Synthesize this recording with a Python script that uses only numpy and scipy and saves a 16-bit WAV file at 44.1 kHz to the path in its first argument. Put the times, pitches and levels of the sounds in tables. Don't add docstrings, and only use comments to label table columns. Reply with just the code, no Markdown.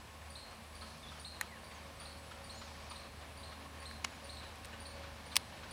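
import sys
import numpy as np
from scipy import signal
from scipy.fft import rfft, irfft
from scipy.io import wavfile
from scipy.ndimage import uniform_filter1d

SR = 44100
rng = np.random.default_rng(int(sys.argv[2]) if len(sys.argv) > 2 else 0)


def transcribe(u):
    v = np.clip(np.atleast_2d(u).T, -1, 1)
    q = np.round(v * 32767).astype(np.int16)
    wavfile.write(sys.argv[1], SR, q)


def elevation(decibels):
    levels = np.asarray(decibels, float)
    return 10 ** (levels / 20)


N = 252252
T = np.arange(N) / SR

START_M, SPEED_M_S = 64, 2.63
CYCLE_S = .3006
HUM_DB, RUMBLE_DB, GEAR_DB, CLATTER_DB, AIR_DB = -56, -61, -74, -56, -72
LOAD_RUMBLE = 0.13
# pitch_hz, density_db
RUMBLE_SPECTRUM = [(15, -32), (25, -39), (49, 3.5), (75, -7.5), (95, 2.5), (123, -4.5), (231, -5),
                   (319, -16), (389, -18.5), (480, -13), (620, -45), (1060, -120)]
# pitch_hz, density_db
CLATTER_SPECTRUM = [(180, -25), (300, -5.5), (390, -7), (550, -1), (982, -1.5), (1080, -0.5), (1370, -7),
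                    (1830, -4), (1980, -9), (2190, -5.5), (3530, -10.5), (4240, -11), (7000, -23.5),
                    (9100, -47), (15400, -120)]
CYLINDER_LEVELS = [1.4, 0.51, 0.47, 0.44, -0.06, 1.2, -0.85, 0.75, -0.1, 0.14, -0.66, 0.55, 0.52, 1.2, 0.3,
                   0.094]
# pitch_hz, width_hz, level_db
WHINES = [(152, 11, -71), (225.8, 13.5, -70.5), (273.4, 4.6, -73.5), (774, 35, -73), (1085.5, 28, -69.5)]
# centre_s, half_length_s, level_db
HUM_FADES = [(0.0, .12, -5.5), (.51, .09, -13), (1.0, .06, -4), (1.56, 0.21, -6), (1.94, .04, -8),
             (2.38, 0.31, -3.5), (3.08, 0.065, -5), (3.68, 0.091, -1.5), (4.16, 0.086, -9),
             (4.62, 0.17, -3.5), (5.72, 0.48, -8.5)]
# centre_s, half_length_s, level_db
GEAR_LOADS = [
    (.33, .04, 11),
    (1.0, .06, 4),
    (1.86, 0.031, 8),
    (2.3, 0.43, 11),
    (2.95, 0.23, 6),
    (3.42, .07, 5),
    (4.25, 0.028, 15),
    (4.45, 0.16, 5),
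    (5.02, 0.27, 12.5),
]
# centre_s, half_length_s, level_db
AIR_PUFFS = [
    (0.0, .3, 6),
    (1.02, 0.28, 14.5),
    (2.0, .35, 10),
    (2.73, 0.32, 16),
    (4.2, .35, 9.5),
    (5.3, .6, 11),
]

UPPER_DB, LOWER_DB, CICADA_DB, HISS_DB = -78, -82, -74.5, -66.5
# pitch_hz, density_db
HISS_SPECTRUM = [(2940, -37), (5000, -9), (7310, -8.5), (8970, -8), (10300, -7), (11400, -11.5),
                 (15100, -13.5), (16000, -16)]
# centre_s, half_length_s, level_db
UPPER_RESTS = [(.15, 0.17, -6), (3.8, .3, -11), (5.1, .7, -7)]
# centre_s, half_length_s, level_db
LOWER_RESTS = [(.9, .25, -2), (3.5, .35, -7), (5.05, .3, -12)]
# centre_s, half_length_s, level_db
CICADA_RESTS = [(.1, .3, -4), (1.42, .2, -4), (2.9, 0.37, -3.5), (4.95, .3, -10)]

# start_s, peak_db, ring_hz
KNOCKS = [(0.2203, -55.5, 1650), (0.525, -55, 1160), (0.819, -48.5, 1250), (1.1171, -50, 1330),
          (1.4224, -49.5, 1250), (1.7123, -49.5, 2100), (2.0067, -50.5, 1250), (2.3106, -48.5, 1280),
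          (2.614, -47.5, 1250), (2.9076, -45, 1070), (3.2096, -56, 1530), (3.5184, -51.5, 1390),
          (3.8191, -49.5, 1880), (4.126, -53.5, 1400), (4.4293, -49.5, 1100), (4.7292, -48, 1670),
          (5.032, -48, 1510), (5.3204, -47.5, 1120), (5.631, -47.5, 1480)]
TREBLE_DB, SCREEN_DB, SCREEN_S = 2, -21, 0.71

# start_s, peak_db
FIRST_NOTES = [(0.304, -46.5), (0.754, -51.5), (1.199, -46), (1.644, -51.5), (2.001, -48), (2.443, -46.5),
               (2.901, -47.5), (3.3752, -50), (3.8033, -46), (4.245, -48), (4.803, -47), (5.2629, -48.5),
               (5.712, -48)]
FIRST_HZ, FIRST_LOW_DB, FIRST_HOLD_S = 4854, -47, 0.0073
# start_s, peak_db, pitch_hz, overtone_db
SECOND_NOTES = [(0.3565, -41, 4344, -15.5), (0.8131, -45.5, 4410, -16), (1.249, -38.5, 4290, -18),
                (2.056, -45, 4440, -14.5), (2.497, -42.5, 4340, -14), (2.959, -43, 4350, -15),
                (3.4334, -45, 4310, -15), (3.8556, -41.5, 4274, -14.5), (4.2951, -41, 4345, -12.5),
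                (4.369, -45, 4100, -17), (4.856, -43, 4540, -11), (5.3172, -46, 4300, -14)]
SECOND_HOLD_S = 0.021
CLEARING_S = .135

# start_s, top_s, end_s, top_hz, level_db
ARCHES = [
    (1.742, 1.62, 1.78, 8470, -63),
    (2.51, 2.59, 2.70, 7010, -66.5),
    (4.06, 4.115, 4.17, 7030, -74.5),
]
RISE_HZ_S2, FALL_HZ_S2 = 267000, 105000
# start_s, length_s, pitch_hz, level_db
WARBLE = [
    (1.027, 0.033, 3620, -56),
    (1.061, 0.023, 3560, -54),
    (1.084, .011, 3650, -51),
    (1.094, .01, 3470, -54),
    (1.105, .012, 3580, -57),
    (1.132, .012, 3400, -61),
    (1.554, .036, 3050, -61),
    (3.288, .025, 2750, -61),
]
DROP, DROP_S, SAG_HZ_PER_S = 0.28, 0.00257, 9300
TRILL_S, TRILL_END_S, TRILL_PEAK_S, TRILL_DB = 1.47, 1.585, 1.527, -61
TRILL_HZ, TRILL_FALL_HZ_PER_S, TRILL_RATE_HZ = 2350, 6300, 64
# centre_s, half_length_s, level_db
TRILL_SWELL = [
    (1.533, .014, 8),
    (1.58, .03, 4),
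]

# start_s, peak_db, spray_t60_s, top_hz
TOUCHES = [
    [(1.4113, -24, 0.0037, 17000), (1.4116, -21, 0.0056, 12000), (1.4135, -32.5, 0.026, 6000),
     (3.911, -37.5, .01, 2500), (4.649, -41, .01, 4000)],
    [(4.0438, -29, 0.033, 14000), (4.0471, -18.5, 0.0055, 14000), (4.0479, -22, 0.014, 9000),
     (4.052, -41, .01, 4000)],
    [(4.557, -47.5, 0.034, 9000), (4.647, -37, 0.013, 5000), (4.655, -39, 0.013, 17000),
     (5.3545, -44, .02, 12000), (5.3571, -20, 0.017, 6900), (5.366, -12.5, 0.0021, 16200),
     (5.3664, -8.5, 0.0032, 8000), (5.3665, -16, 0.021, 12000)],
]
# pitch_hz, level_db, t60_s
PART_MODES = [
    [(834, -17, 0.073), (1790, 2, 0.017), (2250, 0, 0.016), (4000, -9.5, 0.018), (7140, 0, 0.0052),
     (9000, -1.5, 0.006), (12000, -5.5, .006), (14500, -15, .005)],
    [(1100, -2, 0.014), (2100, 4, 0.014), (3200, 3, 0.012), (4000, 2.5, 0.0095), (5570, 8.5, 0.0038),
     (8100, -1.5, 0.0061), (9800, -5.5, 0.0075), (13500, -30, .007)],
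    [(1130, -12.5, 0.028), (1740, -9, .01), (2740, 1, 0.012), (3430, -0.5, 0.011), (5280, 5.5, 0.0065),
     (8500, 2, 0.013), (9870, 4, 0.0061), (12600, -4.5, 0.0059), (14300, -1, 0.005)],
]
# pitch_hz, level_db
SIDE_SPECTRUM = [(60, -46), (110, -43), (200, -39), (380, -20), (700, -19.5), (1290, -18), (2380, -25),
                 (4400, -25), (8120, -24.5), (15000, -31)]


def unit(x):
    return x / np.sqrt(np.mean(x ** 2))


def noise():
    return rng.standard_normal(N)


def colour(x, points):
    hz, db = np.transpose(points)
    log_hz = np.log(np.arange(1, len(x) // 2 + 2) * SR / len(x))
    return irfft(rfft(x) * elevation(np.interp(log_hz, np.log(hz), db)), len(x))


def band(x, hz, width):
    f = np.arange(len(x) // 2 + 1) * SR / len(x)
    return irfft(rfft(x) / (1 + (2 * (f - hz) / width) ** 2), len(x))


def walk(rate):
    k = int(SR / rate)
    held = np.repeat(rng.standard_normal(N // k + 1), k)
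    slewed = uniform_filter1d(uniform_filter1d(held, k), k)
    return unit(slewed[:N])


def add(out, s, x):
    i = int(s * SR)
    out[i:i + len(x)] += x[:N - i]


def tone(hz, db):
    return np.sqrt(2) * elevation(db) * np.sin(2 * np.pi * np.cumsum(hz) / SR)


def swells(rows):
    return sum(db * np.exp(-((T - s) / half) ** 2) for s, half, db in rows)


def edges(start, end, ramp):
    return np.clip(np.minimum(T - start, end - T) / ramp, 0, 1)


def forest(x, t60, wet_db, ring=0):
    t = T[:SR // 2]
    tail = rng.standard_normal(len(t)) * np.minimum(t / 0.0017, 1) * elevation(-60 * t / t60)
    tail *= 1 + ring / (1 + (t / CLEARING_S) ** 10)
    wet = signal.fftconvolve(x, tail / np.sqrt(np.sum(tail ** 2)))
    length = max(len(t), len(x))
    return elevation(wet_db) * wet[:length] + np.pad(x, (0, length - len(x)))


def repeating(share):
    cycles = rng.standard_normal((int(N / SR / CYCLE_S) + 1, int(CYCLE_S * SR)))
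    cycles[1:] *= np.sqrt(1 - share ** 2)
    return signal.lfilter([1], [1, -share], cycles, axis=0).ravel()[:N]


def engine():
    near_db = 20 * np.log10(START_M / (START_M - SPEED_M_S * T))
    load_db = swells(GEAR_LOADS)
    hum_db = HUM_DB + near_db + swells(HUM_FADES)
    hum = tone(76.2 + 0.39 * walk(5.95), hum_db + 0.86 * walk(12))
    gear = tone(554 + 1.8 * walk(10), GEAR_DB + near_db + load_db + .9 * walk(11))

    rumble_db = RUMBLE_DB + near_db + LOAD_RUMBLE * load_db
    rumble = unit(colour(repeating(0.69), RUMBLE_SPECTRUM)) * elevation(rumble_db)

    cylinder = (T - KNOCKS[0][0]) / CYCLE_S % 1 * len(CYLINDER_LEVELS)
    gate_db = np.interp(cylinder, np.arange(len(CYLINDER_LEVELS) + 1), CYLINDER_LEVELS + CYLINDER_LEVELS[:1])
    clatter_db = CLATTER_DB + near_db + gate_db + 0.67 * walk(25.086)
    clatter = unit(colour(repeating(0.25), CLATTER_SPECTRUM)) * elevation(clatter_db)

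    whines = sum(elevation(db + 2.96 * walk(2.95)) * unit(band(noise(), hz, width)) for hz, width, db in WHINES)
    air_db = AIR_DB + swells(AIR_PUFFS) - 7 + 1.5 * walk(8.3)
    air = unit(band(noise(), 4900, 2600)) * elevation(air_db)
    return hum + gear + rumble + clatter + whines + air


def cricket(hz, width, start, period, pulse, count):
    t = (T - start) % period
    strokes = np.sin(np.pi * t / pulse) ** 2 * (t < count * pulse)
    return strokes * tone(hz + width * walk(43), 7.5 + 1.3 * walk(25.1))


def insects():
    upper = cricket(8240, 40, .0175, .1205, .032, count=2)
    upper *= elevation(UPPER_DB + swells(UPPER_RESTS))
    lower = forest(cricket(7870, 50, .06, .124, .029, count=3), .3, 0)
    lower *= elevation(LOWER_DB + swells(LOWER_RESTS))
    faint = sum(unit(band(noise(), hz, 60)) * elevation(db) for hz, db in [(7230, -85.5), (8560, -81.5)])
    cicada = unit(band(noise(), 10150, 600)) + .5 * unit(band(noise(), 10680, 150))
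    cicada *= elevation(CICADA_DB + swells(CICADA_RESTS) + 2.1 * walk(23.8))
    hiss = unit(colour(noise(), HISS_SPECTRUM)) * elevation(HISS_DB - .5)
    return upper + lower + faint + cicada + hiss


def knocks():
    out, t = np.zeros(N), T[:4096]
    shape = np.minimum(t / 0.00084, 1) * elevation(-60 * np.maximum(t - .012, 0) / 0.039)
    for s, db, hz in KNOCKS:
        burst = rng.standard_normal(len(t)) * shape
        treble_db = TREBLE_DB + SCREEN_DB * np.exp(-s / SCREEN_S)
        ring = unit(band(burst, hz, 470)) + elevation(treble_db) * unit(band(burst, 3150, 3200))
        add(out, s, ring / np.abs(ring).max() * elevation(db + 5.5))
    return out


def chirp(hz, low_db, high_db, hold, slide, late, length, wet_db):
    t = T[:8192]
    waver = np.interp(t, t[::256], rng.standard_normal(32))
    pitch = hz * (1 - slide * np.exp(-t / .0035) + .004 * waver)
    phase = 2 * np.pi * np.cumsum(pitch) / SR
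    held = elevation(2.5 * waver) / (1 + (t / hold) ** 4)
    swell = np.minimum(t / 0.0031, 1) * (np.exp(-(t / length) ** 2) + 0.22 * held)
    low = elevation(low_db) * swell * np.sin(phase)
    high = elevation(high_db) * np.clip(t / late, 0, 1) ** 2 * held * np.sin(2 * phase)
    settled = band(low, 1.006 * hz, 1000)
    out = forest(settled, 1.16, wet_db, ring=0.96) + forest(high, 0.42, 2)
    add(out, 0, low - settled)
    return out


def caller():
    out = np.zeros(N)
    for s, db in FIRST_NOTES:
        low_db = FIRST_LOW_DB + 0.12 * db
        note = chirp(FIRST_HZ, low_db, db - .5, FIRST_HOLD_S, slide=0.161, late=0.0055, length=0.006, wet_db=8.3)
        add(out, s - .004, note)
    for s, db, hz, overtone_db in SECOND_NOTES:
        high_db = db + overtone_db - 2
        note = chirp(hz, db - 4.5, high_db, SECOND_HOLD_S, slide=0.28, late=0.0069, length=.011, wet_db=4.85)
        add(out, s - .0025, note)
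    return out


def birds():
    out, flutter = np.zeros(N), walk(90)
    wobble = np.roll(flutter, SR)
    for start, top, end, hz, db in ARCHES:
        bend = np.where(T < top, RISE_HZ_S2, FALL_HZ_S2) * np.clip(T - top, -.2, .2) ** 2
        out += edges(start, end, .0066) * tone(hz - bend, db + 3 * flutter)
    for s, length, hz, db in WARBLE:
        t = np.clip(T - s, 0, length)
        drop = np.exp(-t / DROP_S)
        pitch = hz * (1 + DROP * drop) - SAG_HZ_PER_S * t + 70 * wobble
        out += edges(s, s + length, .003) * tone(pitch, db - 12 * drop + 3 * flutter)
    pitch = TRILL_HZ - TRILL_FALL_HZ_PER_S * np.clip(T - TRILL_S, 0, .2)
    beat = np.cos(np.pi * TRILL_RATE_HZ * (T - TRILL_PEAK_S)) ** 2
    trill = (.08 + beat) * tone(pitch, TRILL_DB + swells(TRILL_SWELL))
    return out + edges(TRILL_S, TRILL_END_S, .005) * trill


def clicks():
    out, t = np.zeros(N), T[:2048]
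    for touches, modes in zip(TOUCHES, PART_MODES):
        ring = np.zeros(len(t))
        for k, (hz, mode_db, mode_t60) in enumerate(modes):
            ring += (-1) ** k * elevation(mode_db - 160 * t / mode_t60) * np.sin(2 * np.pi * hz * t)
        for s, db, t60, top_hz in touches:
            spray = 0.31 * rng.standard_normal(len(t)) * elevation(-60 * t / t60)
            spray[0] = 1
            push = np.exp(-2 * np.pi * top_hz * t[:64])
            crack = signal.fftconvolve(np.convolve(spray, push), ring)
            add(out, s, crack / np.abs(crack).max() * elevation(db))
    return signal.sosfilt(signal.butter(4, [650, 16500], "band", fs=SR, output="sos"), out)


def scene():
    calls = caller() + forest(birds(), .4, -10)
    far = engine() + forest(knocks(), 0.77, -0.45) + insects()
    far = signal.sosfiltfilt(signal.butter(12, 15900, fs=SR, output="sos"), far)
    near = clicks()
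    scatter = rng.standard_normal(8192) * elevation(-60 * T[:8192] / .2)
    wide = signal.fftconvolve(far + elevation(5) * calls, scatter / np.sqrt(np.sum(scatter ** 2)))[:N]
    touch = elevation(-12) * band(near, 1500, 2500) + elevation(-36.5) * np.gradient(near)
    side = colour(wide, SIDE_SPECTRUM) + np.gradient(touch) * 4
    return far + calls + near + side * np.array([[1], [-1]])


def low_pass(x):
    return signal.sosfilt(signal.butter(12, 17020, fs=SR, output="sos"), x)


def record(dry):
    return low_pass(dry)


dry = scene()
out = record(dry)
transcribe(out)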